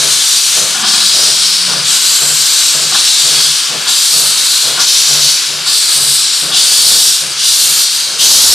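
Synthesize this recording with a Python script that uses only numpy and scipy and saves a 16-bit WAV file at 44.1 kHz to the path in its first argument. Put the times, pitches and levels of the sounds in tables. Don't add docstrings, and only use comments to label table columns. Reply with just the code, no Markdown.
import sys
import numpy as np
from scipy import signal
from scipy.fft import rfft, irfft, next_fast_len
from scipy.io import wavfile
from scipy.ndimage import uniform_filter1d, map_coordinates

SR = 44100
rng = np.random.default_rng(int(sys.argv[2]) if len(sys.argv) > 2 else 0)


def unload_audio(sound):
    columns = np.transpose(np.atleast_2d(sound))
    steps = np.round(np.clip(columns, -1, 1) * 32767)
    wavfile.write(sys.argv[1], SR, steps.astype(np.int16))


N = 376613
TIME = np.arange(N) / SR

# frequency in Hz, relative level in dB.
RUMBLE_SPECTRUM = [(15, -8), (30, -4), (55, 3), (90, 2), (160, -3), (400, -23)]
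# start in seconds, length in seconds, level in dB.
RUMBLES = [(.9, .45, -52), (6.76, .16, -43), (8.2, .08, -47), (8.42, .12, -37)]
# frequency in Hz, relative level in dB.
BOILER_SPECTRUM = [(53, -54), (90, -25.5), (152, -15), (268, -17), (345, -16), (466, -16), (533, -14.5),
                   (619, -17), (822, -12.5), (1180, -8), (1490, -4), (1870, -9), (3200, -1), (4160, -12.5),
                   (7040, -120)]
# frequency in Hz, half-width in Hz, strength in dB.
BOILER_MODES = [(348, 14, -2.5), (1050, 22, -11), (1166, 37, -8.5), (1540, 17, -18), (1690, 38, -6.5),
                (2215, 33, -10)]
# start in seconds, nominal length in seconds, relative levels of rush and
# boom in dB.
CHUFFS = [(-.04, 0.15, -28.5, -32), (0.546, .15, -29, -41.5), (1.124, 0.28, -32, -44.5),
          (1.667, .18, -32.5, -34), (2.201, 0.15, -31.5, -34.5), (2.733, 0.17, -31.5, -33.5),
          (3.226, 0.27, -33.5, -35), (3.686, 0.14, -32, -44), (4.122, 0.22, -34, -43),
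          (4.62, .17, -32, -41), (5.085, 0.19, -34, -34), (5.483, 0.17, -38, -40.5), (5.95, 0.16, -36, -35),
          (6.418, 0.11, -30.5, -32), (6.83, 0.2, -36.5, -43), (7.20, 0.12, -36, -40),
          (7.626, 0.11, -39, -44), (8.062, 0.15, -36.5, -44)]
# frequency in Hz, relative level in dB.
CHUFF_SPECTRUM = [(50, -28), (100, -12), (170, -4.5), (260, -9), (340, -7.5), (450, -2), (620, -3),
                  (850, -8), (1400, -3.5), (2500, -20), (6000, -35)]
# frequency in Hz, half-width in Hz, strength in dB.
CHIMNEY_MODES = [(305, 9.2, -4), (419, 16, -7), (528, 16, -9), (670, 26, -4.5)]
# start in seconds, length in seconds, spray level in dB, gurgle level in dB.
SPITS = [(0.74, 0.062, -23, -37), (0.806, 0.1, -24, -36), (0.93, 0.11, -28, -41), (1.677, .06, -25, -45),
         (2.913, 0.04, -20.5, -48), (3.859, 0.035, -23.5, -48), (4.771, .03, -18.5, -38),
         (5.66, .05, -30.5, -52), (6.5, .05, -26.5, -50)]
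# frequency in Hz, half-width in Hz, strength in dB.
SPIT_MODES = [(225, 26, -13), (343, 39, -9.5), (756, 76, -5.5), (1030, 82, -4), (1170, 37, -2),
              (1443, 56, 2.5), (1720, 67, -2)]
# start, rise, length and decay time in seconds,
# level in dB, top treble relative to that level in dB, its mid-stroke swell in dB, singing pitch in Hz,
# its strength in dB, centre of a spectral hollow in Hz, its gain in dB, hoarseness on opening in dB.
STROKES = [(-.1, .05, 0.68, 0.4, -10, -20, 3, 6500, 1, 4620, -2.5, -7),
           (.775, 0.11, 0.67, 0.61, -9, -21.5, 2.5, 4900, 3.5, 11500, -8, 12),
           (1.793, 0.094, 0.91, 0.55, -9.5, -18.5, 4.5, 7680, 2, 10000, -3.5, 8),
           (2.884, 0.066, 0.54, 0.39, -9, -19.5, 1.5, 3580, 1, 6200, -1, 3),
           (3.852, 0.044, 0.72, 0.31, -9.4, -19, 6.5, 4500, 0.5, 5640, 0, 8),
           (4.78, .024, 0.55, 0.19, -8.5, -16.5, -0.7, 5500, 1, 8700, -5, -3),
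           (5.628, .058, 0.67, 0.29, -9.5, -18.5, 3.8, 8900, 2, 6660, -2, 2),
           (6.484, 0.089, 0.62, 0.14, -7.5, -19.5, 5, 7800, 1, 6760, -.5, 13),
           (7.302, 0.17, 0.56, 0.29, -9, -23.5, 12, 6050, 1, 7960, -2, 5),
           (8.168, 0.051, 0.57, .25, -6, -13.5, 0.5, 5700, 2.5, 8400, -4, 13)]
# start, onset time and length in seconds, change of level in dB.
FALTERS = [(4.27, .07, 0.14, -1.2), (5.793, 0.055, .08, -.9), (6.164, 0.12, 0.16, -2.2),
           (7.842, .015, 0.052, -2)]
# frequency in Hz, relative level in dB.
REAR_COCK_SPECTRUM = [(1180, -17), (2000, -18), (2350, -15.5), (2960, -9.5), (3860, -1), (4510, 1.5),
                      (5170, -2), (6180, -4), (7590, -1.5), (8550, -2), (9810, -2), (11000, -13),
                      (12600, -9), (13900, -17), (15400, -47)]
FRONT_COCK_SPECTRUM = [(1180, -47), (2000, -17.5), (2700, -12), (3460, -4.5), (4580, -0.5), (5770, -3.5),
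                       (6680, -4.5), (7990, -3), (9640, -3), (11000, -14), (12000, -11.5), (12900, -14),
                       (13900, -19.5), (15400, -69)]
# frequency in Hz, half-width in Hz, strength in dB.
PIPE_MODES = [(3880, 260, -12), (4520, 170, -17), (5770, 150, -15.5), (11860, 250, -10.5)]
# frequency in Hz, left minus right in dB.
PORT_BALANCE = [(60, 1.5), (110, 1), (200, -1), (380, 0.5), (700, 5), (1290, 2), (2380, 3.5), (4390, 1.5),
                (8110, 2.5), (15000, -9)]
# frequency in Hz, coherence from 0 to 1.
PORT_COHERENCE = [(60, 1), (130, 1), (290, 0.95), (640, 0.74), (1410, 0.88), (3090, 0.93), (6810, 0.93),
                  (15000, 0.69)]

JET_BAND_HZ, TOP_BAND_HZ = (3000, 10000), (10500, 14000)


def undb(db):
    return 10 ** (np.asarray(db) / 20)


def over_hz(points, hz):
    f, value = np.transpose(points)
    return np.interp(np.log(hz + 1), np.log(f), value)


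def resonances(modes, hz):
    return sum(undb(db) / (1 + ((hz - f) / width) ** 2) for f, width, db in modes)


def band_db(gain, hz, band):
    inside = (hz > band[0]) & (hz < band[1])
    return 10 * np.log10(np.sum(gain[inside] ** 2, axis=0) / len(hz))


def turbulence(gain):
    size = next_fast_len(N)
    hz = np.arange(size // 2 + 1) * SR / size
    draws = rng.standard_normal((3, len(hz))) + 1j * rng.standard_normal((3, len(hz)))
    shared = np.clip(over_hz(PORT_COHERENCE, hz), 0, 1)
    spectrum = np.sqrt(shared) * draws[0] + np.sqrt(1 - shared) * draws[1:]
    x = irfft(gain(hz) * spectrum, size)[:, :N]
    return x / np.std(x)


def wander(rate_hz):
    steps = rng.standard_normal(int(N / SR * rate_hz) + 2)
    return 1.42 * np.interp(TIME * rate_hz, np.arange(len(steps)), steps)


def puff(start, length, rise, fall, t=TIME):
    age = t - start
    return np.clip(age / rise, 0, 1) * np.exp(-np.maximum(age - length, 0) / fall)


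def breeze_and_rumbles(breeze_db=-58, waver_db=2.0):
    rumbles = sum(undb(db) * puff(s, length, rise=.07, fall=.06) for s, length, db in RUMBLES)
    strength = (undb(breeze_db) + rumbles) * undb(waver_db * wander(9))
    return strength * turbulence(lambda hz: undb(over_hz(RUMBLE_SPECTRUM, hz)))


def boiler(level_db=-21.5, waver_db=0.76, speed_m_s=2.05, closest_s=0.89, distance_m=13.3):
    nearness = distance_m / np.hypot(distance_m, speed_m_s * (TIME - closest_s))
    rush = turbulence(lambda hz: undb(over_hz(BOILER_SPECTRUM, hz)) * (1 + resonances(BOILER_MODES, hz)))
    return nearness * undb(level_db + waver_db * wander(14)) * rush


def groan(level_db=-44, swell_db=10.5, peak_s=1.69, swell_s=0.16, pitch_hz=181, sag_hz_per_s=7):
    from_peak = TIME - peak_s
    contact = puff(start=0.56, length=1.48, rise=.06, fall=0.13)
    db = level_db + swell_db * np.exp(-(from_peak / swell_s) ** 2) + 3 * wander(9.5)
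    hz = (pitch_hz - sag_hz_per_s * from_peak) * (1 + 0.012 * wander(30))
    return np.sqrt(2) * contact * undb(db) * np.sin(2 * np.pi * np.cumsum(hz) / SR)


def chimney(rush_gain_db=4.0, boom_hz=147, throb_db=2, ragged_db=1.1):
    rush = sum(undb(db) * puff(s, length * 0.65, rise=0.019, fall=0.066) for s, length, db, _ in CHUFFS)
    boom = sum(undb(db) * puff(s, length * 0.92, rise=0.017, fall=0.062) for s, length, _, db in CHUFFS)
    pitch_hz = boom_hz * (1 + 0.0143 * wander(25))
    swing = np.sqrt(2) * np.sin(2 * np.pi * np.cumsum(pitch_hz) / SR) * undb(throb_db * wander(28))
    column = swing + 0.59 * turbulence(lambda hz: resonances([(boom_hz, 22, 0)], hz))
    blast = turbulence(
        lambda hz: undb(over_hz(CHUFF_SPECTRUM, hz)) * (1 + resonances(CHIMNEY_MODES, hz)))
    return undb(rush_gain_db + ragged_db * wander(60)) * rush * blast + boom * column / np.std(column)


def spits(splutter_db=1.5, gurgle_hz=215, gurgle_width_hz=40):
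    slugs = np.array([puff(s, length, rise=0.0082, fall=0.035) for s, length, _, _ in SPITS])
    spray_gain, gurgle_gain = undb(np.array(SPITS)[:, 2:].T) @ slugs
    splutter = undb(splutter_db * wander(110))
    spray = turbulence(lambda hz: resonances(SPIT_MODES, hz))
    gurgle = turbulence(lambda hz: resonances([(gurgle_hz, gurgle_width_hz, 0)], hz))
    return splutter * (spray_gain * spray + gurgle_gain * gurgle)


def piston_strokes(t, leak_db=-18.5, wet_s=0.05, mid_stroke_s=0.42, pressure_width_s=0.37):
    start, rise, length, fall, peak_db, treble_db, swell_db = np.array(STROKES)[:, :7].T
    flows = np.array([undb(db) * puff(*timing, t)
                      for db, *timing in zip(peak_db, start, length, rise, fall)])
    stroke = np.argmax(flows, axis=0)
    age = t - start[stroke]
    wet = np.exp(-np.abs(age - 0.54 * rise[stroke]) / wet_s)
    pressure = np.exp(-((age - mid_stroke_s) / pressure_width_s) ** 2)
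    level_db = 20 * np.log10(np.maximum(flows.max(axis=0), undb(leak_db)))
    falter_db = sum(db * puff(s, hold, onset, fall=0.034, t=t) for s, onset, hold, db in FALTERS)
    bright_db = treble_db[stroke] + swell_db[stroke] * pressure
    dull_db = 0.05 * (level_db - peak_db[stroke]) - 4.5 * wet + 3.3 * falter_db
    return stroke, wet, level_db + falter_db, bright_db + dull_db


def overload_roar(roar_db=-27, loudest_db=-6, db_per_db=4.0, low_hz=330, high_hz=2100):
    level_db = piston_strokes(TIME)[2]
    band = turbulence(lambda hz: 1 / np.sqrt((1 + (low_hz / (hz + 1)) ** 4) * (1 + (hz / high_hz) ** 8)))
    return undb(roar_db + db_per_db * (level_db - loudest_db)) * band


def drain_cocks(hoarse_hz=3100, pivot_hz=5500, eddy_db=1.66, skirt_hz=1900, thinning_hz_per_s=75):
    pipe_noise = turbulence(lambda hz: 1 + resonances(PIPE_MODES, hz))
    hz, t, steam = signal.stft(pipe_noise, SR, nperseg=512)
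    f = hz[:, None]
    stroke, wet, level_db, top_db = piston_strokes(t)
    sing_hz, sing_db, hollow_hz, hollow_db, hoarse_db = np.array(STROKES)[stroke, 7:].T
    db = np.where(stroke % 2, over_hz(FRONT_COCK_SPECTRUM, f), over_hz(REAR_COCK_SPECTRUM, f))
    db += sing_db * np.exp(-((f - sing_hz) / (.155 * sing_hz)) ** 2)
    db += hollow_db * np.exp(-((f - hollow_hz) / 550) ** 2)
    db += hoarse_db * wet * np.exp(-((f - hoarse_hz) / 800) ** 2)
    lift_db = top_db - band_db(undb(db), hz, TOP_BAND_HZ) + band_db(undb(db), hz, JET_BAND_HZ)
    db += lift_db * np.clip((f - pivot_hz) / 6000, 0, 1.4)
    eddies = uniform_filter1d(rng.standard_normal(db.shape), size=2, axis=0)
    eddies = uniform_filter1d(eddies, size=40, axis=1)
    gain = undb(db + eddy_db * eddies / np.std(eddies))
    gain /= np.sqrt(1 + ((skirt_hz + thinning_hz_per_s * t) / (f + 1)) ** 10)
    gain *= undb(level_db - 0.08 - band_db(gain, hz, JET_BAND_HZ))
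    hiss = signal.istft(steam * gain, SR, nperseg=512)[1][:, :N]
    flutter_db = 0.52 * wander(45) + 0.28 * wander(12)
    return hiss * undb(flutter_db)


def ground_reflection(direct, lag_ms=2.2, wander_ms=0.27, echo_db=-21):
    lag_s = (lag_ms + wander_ms * wander(2)) / 1000
    echo = np.array([map_coordinates(port, [(TIME - lag_s) * SR], order=3) for port in direct])
    return direct + undb(echo_db) * echo


def scene():
    steam = ground_reflection(drain_cocks() + spits() + boiler())
    engine = steam + chimney() + groan() + overload_roar()
    pan_db = np.interp(TIME, [0, N / SR], [.5, -.4])
    return engine * undb(np.array([pan_db, -pan_db]) / 2) + breeze_and_rumbles()


def record(dry, ceiling=0.93, asymmetry=.05, cutoff_hz=15400):
    size = next_fast_len(N)
    balance_db = over_hz(PORT_BALANCE, np.arange(size // 2 + 1) * SR / size)
    port_gain = undb(np.array([balance_db, -balance_db]) / 2)
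    heard = irfft(rfft(dry, size) * port_gain, size)[:, :N]
    lopsided = heard + asymmetry * np.minimum(np.abs(heard), ceiling) ** 4
    clipped = np.clip(lopsided, -ceiling, ceiling)
    offset_block = signal.butter(1, 15, "high", fs=SR, output="sos")
    low_pass = signal.ellip(8, .2, 70, cutoff_hz, fs=SR, output="sos")
    return signal.sosfilt(low_pass, signal.sosfilt(offset_block, clipped))


dry = scene()
out = record(dry)
unload_audio(out)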